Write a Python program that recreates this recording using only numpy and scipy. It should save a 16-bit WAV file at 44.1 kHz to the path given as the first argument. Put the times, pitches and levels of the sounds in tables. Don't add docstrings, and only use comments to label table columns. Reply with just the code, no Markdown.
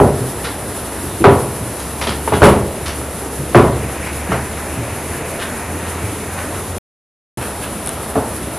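import sys
import numpy as np
from scipy import signal
from scipy.io import wavfile

SR = 44100
rng = np.random.default_rng(int(sys.argv[2]) if len(sys.argv) > 2 else 0)


def generate_wav(sig):
    pcm = np.round(np.clip(np.atleast_2d(sig).T, -1, 1) * 32767).astype(np.int16)
    wavfile.write(sys.argv[1], SR, pcm)


N = 378378
TIME = np.arange(N) / SR


# (time [s], level [dB], contact cutoff [Hz],
# board note [Hz], relative note level [dB], bass gain [dB])
KNOCKS = [(0.000, -4.5, 1100, 407, 5, 5), (1.241, 0, 1650, 400, -1.5, 0.5),
          (2.014, -26, 4550, 1200, 0, -10), (2.069, -21, 1000, 222, 3, 6),
          (2.276, -19, 2110, 908, 13.5, -0.5), (2.322, -11, 1510, 635, 2, 4),
          (2.419, -2.5, 1600, 578, -1.5, 6.5), (2.431, -2, 2115, 199.2, -6, -1.5),
          (3.546, 0, 1650, 349, 0.5, 3), (4.318, -14.5, 1690, 128, 0, -5),
          (8.156, -12.5, 1080, 440, 4.5, -4), (8.160, -16.5, 1000, 267, 8, -1)]
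# (time [s], level [dB], board note [Hz])
BUMPS = [(0.203, -18, 127), (1.035, -24, 286), (1.203, -14.5, 327), (1.598, -23, 118), (3.385, -21, 135.7),
         (4.289, -20, 186), (4.775, -21.5, 117.6), (4.907, -27.5, 104.6), (5.091, -26.5, 86),
         (6.028, -22, 105), (7.373, -25, 124)]
def blows(boom_db=-1.5, crack_db=3.5, bass_hz=220, give_share=.45, give_s=.02):
    out, t = np.zeros(N), TIME[:SR]
    contacts = KNOCKS + [(s, db, 382, note_hz, 7.5, 4.5) for s, db, note_hz in BUMPS]
    for contact, boom in zip(contacts, shed_booms(t, len(contacts))):
        s, level_db, cutoff_hz, note_hz, note_db, bass_db = contact
        force = from_db(level_db)
        pen = from_db(.28 * level_db) * pen_ring(t)
        crack = from_db(crack_db - .16 * level_db) * plank_crack(t)
        body = butter(from_db(boom_db) * boom + pen + crack, cutoff_hz, "low", order=3)
        body += (from_db(bass_db) - 1) * butter(body, bass_hz, "low", order=1)
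        board = from_db(note_db) * struck_board(t, note_hz, force)
        give = 1 - give_share * force * np.exp(-t / give_s)
        add(out, s, force * give * (body - board))
    return out


def struck_board(t, hz, force, full_force_cycles=135, overtone_ratio=1.5, overtone_db=-15.5):
    t60 = full_force_cycles * force ** .55 / hz
    phase = 2 * np.pi * hz * t
    tone = np.sin(phase) + from_db(overtone_db) * np.sin(overtone_ratio * phase)
    return tone * build_up(t, hz, cycles=1) * fade(t, t60)


def plank_crack(t):
    burst = resonance(rng.standard_normal(len(t)), hz=750, width_hz=700)
    return rms_one(burst) * fade(t, t60=.035)


# (frequency [Hz], relative level [dB], decay time T60 [s])
PEN_MODES = [(70.3, -19, 0.72), (86.2, -21, 0.95), (110.7, -23.5, 0.37), (119.4, -14, 0.94),
             (136.8, -13.5, 0.9), (198.7, -19.5, 0.76), (213, -19.5, 0.94), (236, -19.5, 0.75),
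             (287.7, -18, .6), (345.6, -14.5, 0.68), (374.3, -5.5, 0.31), (402.4, -9.5, 0.67),
             (426.8, -2.5, 0.26), (534, -9.5, 0.26), (567, -14.5, 0.6), (718, -12, .4), (843, -6.5, 0.21),
             (992, -12.5, 0.47), (1122, -16.5, 0.62), (1426, -14.5, .33)]
def pen_ring(t, scatter_db=.5):
    hz, level_db, t60 = np.array(PEN_MODES).T[:, :, None]
    modes = from_db(level_db) * np.sin(2 * np.pi * hz * t) * build_up(t, hz) * fade(t, t60)
    signs = (-1) ** np.arange(len(modes))
    weights = signs * from_db(scatter_db * rng.standard_normal(len(modes)))
    return weights @ modes


# (frequency [Hz], relative spectral density [dB])
BOOM_SPECTRUM = [(30, -20), (60, -15.5), (120, 3.5), (170, -5), (260, -3.5), (400, -4), (650, -4),
                 (1000, -7), (1700, -12.5), (3000, -10.5), (6000, -12), (12000, -25.5)]
# (frequency [Hz], decay time T60 [s])
SHED_DECAY = [(60, 1.5), (160, 0.44), (420, 1.03), (1100, 0.48), (2900, 0.37), (12000, 0.29)]
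def shed_booms(t, count, board_t60=.37, tail_db=-5):
    centres, bands = noise_bands(BOOM_SPECTRUM)
    hz = centres[:, None]
    tail = from_db(tail_db) * fade(t, at_hz(SHED_DECAY, hz))
    envelopes = build_up(t, hz) * (fade(t, board_t60) + tail)
    for _ in range(count):
        start = rng.integers(0, N - len(t))
        yield (bands[:, start:start + len(t)] * envelopes).sum(0)


# (time [s], level [dB], upper edge of the rasp [Hz])
SCUFFS = [(0.438, -26.5, 4250), (1.79, -34.5, 13100), (2.012, -24.5, 5200), (2.067, -22.5, 4500),
          (2.327, -25.5, 3500), (2.424, -23.5, 14000), (2.857, -27, 5760), (3.549, -31.5, 11080),
          (4.06, -29, 2500), (4.308, -26, 2470), (4.567, -32, 2190), (5.394, -26.5, 3600),
          (5.849, -36, 2400), (6.375, -28.5, 2260), (6.536, -33.5, 2980), (7.41, -30, 2700),
          (7.62, -31.5, 3300), (7.86, -32, 3620)]
def scuffs(slips_per_s=1200, rise_s=.0015, slide_s=.048, low_hz=1350, floor_db=-4.5, room_db=-1):
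    out, t = np.zeros(N), TIME[:SR // 2]
    for s, level_db, top_hz in SCUFFS:
        slipping = rng.random(len(t)) < slips_per_s / SR
        slips = rms_one(slipping * rng.standard_normal(len(t)))
        stroke = slips * (1 - np.exp(-t / rise_s)) * np.exp(-(t / slide_s) ** 2)
        rasp = butter(stroke, [low_hz, top_hz], "band", order=3)
        rasp = butter(rasp, np.sqrt(low_hz * top_hz), "low", order=1)
        floorboards = from_db(floor_db) * resonance(stroke, hz=850, width_hz=600)
        direct = rasp - floorboards
        echoes = rng.standard_normal(len(t)) * fade(t, t60=.35)
        reverb = signal.fftconvolve(direct, echoes / np.linalg.norm(echoes))[:len(t)]
        heard = direct + from_db(room_db) * reverb
        add(out, s, from_db(level_db) * heard / np.std(heard[:round(slide_s * SR)]))
    return out


# (time [s], relative level [dB])
TICKS = [(7.8618, -23), (7.8732, -21), (7.8843, -28), (7.8917, -22)]
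def ticks():
    out, t = np.zeros(N), TIME[:SR // 20]
    for s, level_db in TICKS:
        contact = rng.standard_normal(len(t)) * fade(t, t60=.0072)
        tick = resonance(contact, hz=9200, width_hz=2500)
        add(out, s, 2 * from_db(level_db) * tick / np.abs(tick).max())
    return out


# (time [s], firing rate [Hz], level [dB])
ENGINE = [(0, 68.1, -36), (1.5, 66, -42.5), (2.0, 72.15, -30), (2.7, 76.2, -30), (3.25, 69, -34),
          (3.8, 69.95, -30), (4.4, 73.7, -28), (5.4, 80.7, -40), (5.72, 83.1, -27), (6.45, 85.4, -34.5),
          (6.75, 88, -30), (7.4, 71.74, -38), (8.58, 71, -41)]
def engine(wobble=.011, waver_db=1.2, octave_db=-15.5):
    firing_hz, level_db = in_time(ENGINE)
    phase = 2 * np.pi * np.cumsum(firing_hz * (1 + wobble * drift(11))) / SR
    drone = np.sqrt(2) * (np.sin(phase) + from_db(octave_db) * np.sin(2 * phase))
    return from_db(level_db + waver_db * drift(12)) * drone


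# (frequency [Hz], relative spectral density [dB])
TYRE_SPECTRUM = [(300, 1), (900, -2), (1400, 1), (2200, 5), (3200, -11), (6000, -28.5)]
# (start [s], rise [s], end of hold [s], fall [s], held gain [dB], depth [dB])
TYRE_SWELL = (3, 0.84, 6.5, 0.5, -34, 14.5)
def tyre_rush(top_hz=2800):
    rush = butter(wash(TYRE_SPECTRUM, patchy_db=3), top_hz, "low", order=6)
    return from_db(swell(*TYRE_SWELL)) * rush


# (frequency [Hz], relative spectral density [dB])
ROAR_SPECTRUM = [(25, -34.5), (40, -15.5), (60, 2), (90, 2.5), (140, -.5), (260, 0), (420, -2), (700, -4.5),
                 (1200, -10), (2200, -17.5), (3600, -23), (5500, -33), (9000, -47.5)]
def road_roar(level_db=-26):
    return from_db(level_db) * wash(ROAR_SPECTRUM, patchy_db=1.5)


# (time [s], level [dB])
HISS_LEVEL = [(0, -35), (2.7, -36.5), (3.3, -37), (6.7, -37.2), (7.4, -36.5)]
# (start [s], rise [s], end of hold [s], fall [s], held level [dB], depth [dB])
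SHRILL_SWELL = (1.5, 2.6, 7, 0.0071, -48, 13.5)
def hiss(flicker_db=1.5, side_db=-4.8, mono_below_hz=5000):
    level_db, = in_time(HISS_LEVEL)
    white = rng.standard_normal((2, 2, N))
    even = from_db(level_db + flicker_db * drift(30)) * white[0]
    shrill = from_db(swell(*SHRILL_SWELL)) * rms_one(resonance(white[1], hz=6650, width_hz=700))
    mid, side = even + shrill
    side = from_db(side_db) * butter(side, mono_below_hz, "high", order=6)
    return np.array([mid + side, mid - side])


def from_db(db):
    return 10 ** (np.asarray(db) / 20)


def rms_one(x):
    return x / np.sqrt(np.mean(x ** 2) + 1e-20)


def in_time(rows):
    s, *columns = np.transpose(rows)
    return [np.interp(TIME, s, column) for column in columns]


def at_hz(points, hz):
    known_hz, values = np.transpose(points)
    return np.interp(np.log(hz), np.log(known_hz), values)


def butter(x, hz, kind, order=2):
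    sections = signal.butter(order, np.clip(hz, 10, .45 * SR), kind, fs=SR, output="sos")
    return signal.sosfilt(sections, x)


def resonance(x, hz, width_hz):
    radius = np.exp(-np.pi * width_hz / SR)
    feedback = [1, -2 * radius * np.cos(2 * np.pi * hz / SR), radius ** 2]
    return signal.lfilter(np.array([1, 0, -1]) * (1 - radius ** 2) / 2, feedback, x)


def drift(knots_per_s):
    knots = rng.standard_normal(2000)
    return np.interp(TIME * knots_per_s, np.arange(len(knots)), knots)


def build_up(t, hz, cycles=.72):
    return 1 - np.exp(-t * hz / cycles)


def fade(t, t60):
    return np.exp(-np.log(1000) * t / t60)


def swell(start, rise_s, end, fall_s, held_db, depth_db):
    up = np.clip(np.minimum((TIME - start) / rise_s, 1 - (TIME - end) / fall_s), 0, 1)
    return held_db - depth_db * (1 - up)


def add(out, s, sound):
    start = round(s * SR)
    out[start:start + len(sound)] += sound[:N - start]


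def noise_bands(spectrum):
    edges = 22 * 2 ** (np.arange(20) / 2)
    centres = np.sqrt(edges[1:] * edges[:-1])
    white = rng.standard_normal((2, N))
    bands = np.array([butter(white[k % 2], edges[k:k + 2], "band") for k in range(len(centres))])
    bands *= from_db(at_hz(spectrum, centres))[:, None]
    return centres, bands / np.std(bands.sum(0))


def wash(spectrum, patchy_db):
    _, bands = noise_bands(spectrum)
    return sum(band * from_db(patchy_db * drift(9.9)) for band in bands)


def scene():
    return blows() + scuffs() + ticks() + engine() + tyre_rush() + road_roar() + hiss()


# (start [s], end [s])
DROPOUT = (6.783, 7.373)
def record(dry, peak_db=13.5, rolloff_hz=12300, cutoff_hz=14200):
    clipped = dry / (1 + dry ** 16) ** (1 / 16)
    treble = from_db(peak_db) * resonance(clipped, hz=10420, width_hz=1300)
    coloured = butter(clipped + treble, rolloff_hz, "low", order=3)
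    live = (TIME < DROPOUT[0]) | (TIME > DROPOUT[1])
    low_pass = signal.ellip(10, .1, 70, cutoff_hz, fs=SR, output="sos")
    return signal.sosfilt(low_pass, coloured * live + 1e-18)


dry = scene()
out = record(dry)
generate_wav(out)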